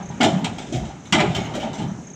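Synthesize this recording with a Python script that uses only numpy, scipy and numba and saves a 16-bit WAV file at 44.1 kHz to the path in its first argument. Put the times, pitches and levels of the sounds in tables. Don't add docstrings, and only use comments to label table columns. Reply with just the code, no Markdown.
import sys
import numpy as np
from scipy import signal
from scipy.fft import rfft, irfft
from scipy.io import wavfile
from scipy.ndimage import uniform_filter1d
from numba import njit

SR = 44100
rng = np.random.default_rng(int(sys.argv[2]) if len(sys.argv) > 2 else 0)


def generate_wav(signal):
    frames = np.transpose(np.atleast_2d(signal))
    scaled = np.clip(frames, -1, 1) * 32767
    pcm = np.round(scaled).astype(np.int16)
    wavfile.write(sys.argv[1], SR, pcm)


def how_loud(loudness_db):
    steps = np.asarray(loudness_db, float) / 20
    return 10 ** steps


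N = 94815


def level(x, db):
    return x * how_loud(db) / np.sqrt(np.mean(x ** 2))


def shape(table, hz):
    known_hz, known_db = np.array(table).T
    return np.interp(np.log(hz), np.log(known_hz), known_db)


def near(hz, centre_hz, spread_oct):
    return (np.log2(hz / centre_hz) / spread_oct) ** 2


def band(x, hz, width_hz, order=1):
    edges = [max(hz - width_hz / 2, 10), min(hz + width_hz / 2, 0.45 * SR)]
    return signal.sosfilt(signal.butter(order, edges, "band", fs=SR, output="sos"), x)


def walk(rate):
    hold = int(SR / rate)
    steps = np.repeat(rng.standard_normal(N // hold + 1), hold)
    return 1.4 * uniform_filter1d(uniform_filter1d(steps, hold), hold)[:N]


@njit
def ring(poles, gains, size):
    out = np.zeros(size)
    for k in range(len(poles)):
        z = gains[k] + 0j
        for i in range(size):
            z *= poles[k]
            out[i] += z.imag
    return out


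def body(low_hz, high_hz, rule, times, strengths_db, rattles_s, colour_db, count):
    low_s, high_s, rise_s, blow_db, scatter_db, per_s = rule
    place = (np.arange(count) + rng.random(count)) / count
    hz = low_hz + (high_hz - low_hz) * place ** 1.2
    t60 = (low_s + (high_s - low_s) * place) * np.exp(0.25 * rng.standard_normal(count))
    poles = np.exp(2j * np.pi * hz / SR - np.log(1000) / (t60 * SR))
    t = np.arange(20000) / SR
    contact_scatter_db, linger_db, linger_t60_s = 4, -17, 0.77
    linger = how_loud(linger_db - 60 * t / linger_t60_s)
    out = np.zeros(N + 32768)
    for k, (start, db) in enumerate(zip(times, strengths_db)):
        mode_db = colour_db(k, hz) + scatter_db * rng.standard_normal(count)
        gains = how_loud(mode_db) * rng.choice([-1, 1], count)
        contacts = (rng.random(len(t)) < per_s / SR) * rng.choice([-1, 1], len(t))
        contacts = contacts * how_loud(contact_scatter_db * rng.standard_normal(len(t)))
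        rattle = how_loud(-60 * t / max(rattles_s[k], 0.02))
        contacts *= (1 - np.exp(-t / rise_s)) * (rattle + linger)
        contacts[0] = how_loud(blow_db)
        knock = signal.fftconvolve(ring(poles, gains, size=6000), contacts)
        onset_rms = np.sqrt(np.mean(knock[:1100] ** 2))
        at = int(start * SR)
        out[at:at + len(knock)] += knock / onset_rms * how_loud(db)
    return out[:N]


def yard():
    # frequency in Hz, density in dB per Hz.
    spectrum = [(15, -47), (25, -3), (188, 14), (495, 1), (804, -6), (1020, -5), (4500, -20.5), (6380, -82),
                (15500, -109)]
    # time in s, level in dB.
    load = [
        (0, -0.5),
        (.5, 0.5),
        (0.849, 0.5),
        (1.0, -3.5),
        (1.12, -3.5),
        (1.4, 2.5),
        (1.85, 1.5),
        (2.15, -4.5),
    ]
    swell_db, flicker_db = 1, 1.5
    out, swell = 0, walk(4.44)
    for hz in 28 * 2 ** (np.arange(28) / 3):
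        db = shape(spectrum, hz) + 10 * np.log10(hz)
        db = db + swell_db * swell + flicker_db * walk(15.28)
        out = out + how_loud(db) * level(band(rng.standard_normal(N), hz, hz / 4, order=2), 0)
    load_s, load_db = np.array(load).T
    return level(out, -34) * how_loud(np.interp(np.arange(N) / SR, load_s, load_db))


def engine():
    # frequency in Hz, width in Hz, level in dB.
    exhaust = [(196, 83, -19), (798, 180, -15)]
    firing_hz, firing_scatter_db = 37, 2.5
    chance = rng.standard_normal((200, 2))
    at = (np.cumsum(1 + 0.0393 * chance[:, 0]) * SR / firing_hz).astype(int)
    pulses = np.zeros(N)
    pulses[at[at < N]] = how_loud(firing_scatter_db * chance[at < N, 1])
    out = np.zeros(N)
    for k, (hz, width_hz, db) in enumerate(exhaust):
        sign = (-1) ** k
        out += sign * how_loud(db) * level(band(pulses, hz, width_hz, order=2), 0)
    return level(out, -54)


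def insects():
    # start in s, level in dB, frequency in Hz.
    chirps = [(0.0305, -46, 6300), (0.0598, -45.5, 6400), (0.0925, -43, 6370), (.147, -57, 6450),
              (.178, -52, 6400), (0.546, -53, 6300), (1.008, -58, 6250), (1.038, -56, 6170),
              (1.073, -49.5, 6120), (1.42, -46, 6550), (1.455, -44.5, 6400), (1.885, -51.5, 5940),
              (1.915, -53.5, 6100), (2.044, -52, 6400), (2.073, -43, 6440), (2.104, -43, 6430),
              (2.137, -42.5, 6400)]
    pulse_s, gap_s, sag_hz, fade_db = 0.0041, 0.0051, 120, 3.5
    t, out = np.arange(N) / SR, np.zeros(N)
    for start, db, hz in chirps:
        for k in range(4):
            u = (t - start - k * gap_s) / pulse_s
            env = np.where((u > -1) & (u < 0.5), (np.clip(u, -1, 1) + 1) / 1.08, 0) ** 0.68
            env = uniform_filter1d(env, size=40)
            tone = np.sin(2 * np.pi * (hz + 120 - k * sag_hz) * t)
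            out += how_loud(db + 7.5 - k * fade_db) * env * tone
    clicks_per_s = 1300
    clicks = (rng.random(N) < clicks_per_s / SR) * rng.standard_normal(N)
    clicks = clicks + 0.3 * rng.standard_normal(N)
    chorus = level(band(clicks, hz=6400, width_hz=1590, order=2), -53.5)
    return out + how_loud(2 * walk(10.9)) * chorus


def hiss_bursts():
    # time in s, level in dB, decay t60 in s.
    ticks = [(0.2044, -45, 0.1), (0.2108, -49, 0.15), (0.2293, -41, 0.1), (0.3849, -48, 0.16),
             (0.4438, -42, 0.14), (0.5835, -48, 0.11), (0.7376, -50.5, 0.23), (0.7694, -48, 0.16),
             (0.8509, -56.5, 0.16), (1.0589, -66, 0.1), (1.1224, -43.5, 0.1), (1.1297, -46, 0.1),
             (1.1986, -45, 0.12), (1.3128, -54, 0.14), (1.345, -38, 0.12), (1.3644, -42, 0.12),
             (1.4395, -46, 0.16), (1.5483, -44, 0.15), (1.5937, -47, 0.14), (1.6544, -59, 0.13),
             (1.7289, -50.5, 0.077), (1.7753, -53, 0.099), (1.8144, -52, 0.11), (1.8641, -52, 0.12)]
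    rise_s = 0.0045
    t, env = np.arange(N) / SR, np.zeros(N)
    for start, db, t60 in ticks:
        age = np.maximum(t - start + rise_s, 0)
        env += how_loud(db - 60 * age / max(t60, 0.01)) * (1 - np.exp(-age / rise_s))
    hiss = level(band(rng.standard_normal(N), hz=13400, width_hz=5100, order=2), 0)
    return env * how_loud(-14.5 + 1.5 * walk(100)) * hiss


def bed():
    # start in s, level in dB, centre in Hz of the part of the bed that moves.
    booms = [(.002, -33.5, 199), (0.102, -30, 204), (0.202, -16, 272), (0.228, -18, 203), (.23, -19.5, 320),
             (0.245, -24, 126), (.265, -26, 170), (.325, -17, 196), (0.348, -43, 98), (0.419, -24, 206),
             (0.462, -39, 125), (0.51, -32, 194), (0.599, -58, 207), (.724, -23.5, 288),
             (0.741, -20.5, 129), (0.745, -25.5, 73.8), (0.799, -31, 175), (0.852, -43, 84),
             (1.124, -17.5, 235.4), (1.139, -17.5, 315.5), (1.159, -17.5, 167.3), (1.199, -32, 220),
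             (1.21, -21.5, 380), (1.26, -20, 162), (1.271, -31, 410), (1.368, -25, 138),
             (1.375, -28.5, 347), (1.385, -28, 195), (1.452, -32.5, 158), (1.544, -28, 203),
             (1.632, -26, 206), (1.69, -29.5, 157), (1.56, -29.5, 310), (1.68, -32, 316),
             (1.789, -24.5, 182), (1.801, -31, 323), (1.821, -27, 120), (1.831, -26.5, 187),
             (1.87, -31, 181), (1.91, -32, 168), (1.95, -39.5, 187), (1.989, -31.5, 187)]
    # ring t60 at the low end in s, at the high end in s, rattle rise in s, first blow in dB,
    # scatter per knock in dB, contacts per s.
    bed_ring = (0.086, 0.14, 0.001, 7.35, 2.24, 500)
    start, db, centre_hz = np.array(booms).T
    rattle_s = 0.29 * (153 / centre_hz) ** 0.57

    def colour_db(k, hz):
        return -10 * near(hz, centre_hz[k], spread_oct=0.34)

    out = body(58, 438.5, bed_ring, start, db - 0.36, rattle_s, colour_db, count=36)
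    return signal.sosfilt(signal.butter(2, 55, "high", fs=SR, output="sos"), out)


def panels():
    # frequency in Hz, strength in dB.
    modes = [(430, 1), (500, -3.5), (660, -1.5), (780, -4.6), (900, -1), (1080, -35)]
    # start in s, level in dB, centre in Hz of the panel that moves.
    slaps = [(0.002, -28.5, 725), (0.102, -30, 850), (0.205, -13, 765), (0.218, -7, 760),
             (0.243, -11.5, 681), (0.267, -16, 660), (0.318, -22, 657), (0.385, -22.5, 730),
             (0.454, -18.5, 832), (0.584, -26, 790), (0.727, -24.5, 700), (0.757, -20.5, 736),
             (0.835, -27.5, 793), (0.898, -30, 760), (1.129, -16.5, 816), (1.154, -11.5, 725),
             (1.201, -11.5, 705), (1.236, -16.5, 910), (1.301, -27, 633), (1.345, -29.5, 850),
             (1.364, -22, 679), (1.39, -22.5, 778), (1.476, -28, 780), (1.517, -30, 666), (1.552, -22, 590),
             (1.572, -21, 680), (1.63, -17.5, 730), (1.659, -26.5, 890), (1.738, -24, 870), (1.8, -23, 720),
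             (1.84, -27.5, 750), (1.875, -44, 860), (1.987, -38, 816)]
    # ring t60 at the low end in s, at the high end in s, rattle rise in s, first blow in dB,
    # scatter per knock in dB, contacts per s.
    panel_ring = (0.039, 0.045, 0.0031, 12.4, 1.97, 900)
    start, db, centre_hz = np.array(slaps).T
    rattle_s = np.full(len(slaps), 0.32)

    def colour_db(k, hz):
        return shape(modes, hz) - 10 * np.minimum(near(hz, centre_hz[k], spread_oct=0.33), 1.5)

    return body(modes[0][0], modes[-1][0], panel_ring, start, db - 8.5, rattle_s, colour_db, count=40)


def bucket():
    # frequency in Hz, strength in dB.
    modes = [(950, -2), (1700, -5), (2250, -1.5), (2780, -5.5), (3120, 0), (4500, -12.5), (7350, -12),
             (10500, -37.5)]
    # start in s, clank level in dB, frequency that rings most in Hz,
    # brightness in dB per octave, rattle t60 in s.
    knocks = [(0.0024, -32.5, 1530, -4.5, 0.22), (0.1073, -39, 3260, 2, 0.25),
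              (0.2034, -18, 3340, -4.5, 0.49), (0.2081, -8, 3100, -0.3, 0.16), (0.2304, -9, 2960, 4, 0.16),
              (0.3244, -30, 3030, -15, 0.34), (0.4436, -15.5, 2660, 3.2, 0.12),
              (0.583, -26, 3550, 5.8, 0.11), (0.61, -36.5, 1820, 7, 0.75), (0.7248, -26, 2470, 8.7, 0.29),
              (0.7415, -27, 2160, 5.5, 0.32), (0.8497, -35, 2120, 7, 0.4), (1.0527, -37.5, 3700, 5, 0.32),
              (1.1243, -4, 2110, 2.3, 0.12), (1.1491, -12, 3110, 1.5, 0.083), (1.1841, -11, 2320, -3, 0.21),
              (1.2022, -11.5, 2520, 1.1, 0.092), (1.24, -20, 1610, -14, 0.13),
              (1.3152, -33, 3720, 5.5, 0.21), (1.3486, -16, 3150, 4.5, 0.12), (1.3642, -23, 2230, 3, 0.42),
              (1.444, -29.5, 2920, -0.5, 0.33), (1.5391, -25, 3000, -0.5, 0.14),
              (1.5505, -26, 2400, 6, 0.17), (1.5991, -26, 3010, 1.5, 0.38),
              (1.6344, -27.5, 2350, -2.5, 0.18), (1.731, -29.5, 2100, 9, 0.31),
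              (1.7837, -29, 2920, 3.5, 0.27), (1.8185, -33, 3100, 5, 0.22), (1.8697, -52, 1680, -1, 0.19)]
    # ring t60 at the low end in s, at the high end in s, rattle rise in s, first blow in dB,
    # scatter per knock in dB, contacts per s.
    bucket_ring = (0.071, 0.0069, 0.00047, 8.5, 0.57, 2800)
    start, db, clank_hz, tilt_db, rattle_s = np.array(knocks).T

    def colour_db(k, hz):
        clank_db = 7.5 * np.exp(-near(hz, clank_hz[k], spread_oct=0.067))
        return shape(modes, hz) + tilt_db[k] * np.log2(hz / 3000) + clank_db

    return body(modes[0][0], modes[-1][0], bucket_ring, start, db - 9.5, rattle_s, colour_db, count=300)


def scene():
    # frequency in Hz, level in dB.
    microphone = [(20, -12), (45, -2.5), (90, -0.5), (7600, 0), (9000, -2), (11000, -4), (16000, -4)]
    # frequency in Hz, width in octaves, depth in dB.
    bounce = [(474, 0.11, -5.5), (1067, 0.078, -5), (4590, 0.13, -2.5)]
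    heard = yard() + engine() + insects() + bed() + panels() + bucket()
    hz = np.arange(1, N // 2 + 2) * SR / N
    dips_db = sum(db * np.exp(-near(hz, at_hz, wide_oct)) for at_hz, wide_oct, db in bounce)
    heard = irfft(rfft(heard) * how_loud(shape(microphone, hz) + dips_db), N)
    hiss = how_loud(-81) * rng.standard_normal(N)
    return (heard + hiss + hiss_bursts())[None]


def top_cut(x):
    return signal.sosfilt(signal.butter(12, 15810, fs=SR, output="sos"), x)


def record(dry):
    rounded = np.tanh(dry) / 1.116
    low_pass = signal.ellip(8, 0.2, 60, 15750, fs=SR, output="sos")
    return top_cut(signal.sosfilt(low_pass, rounded))


dry = scene()
out = record(dry)
generate_wav(out)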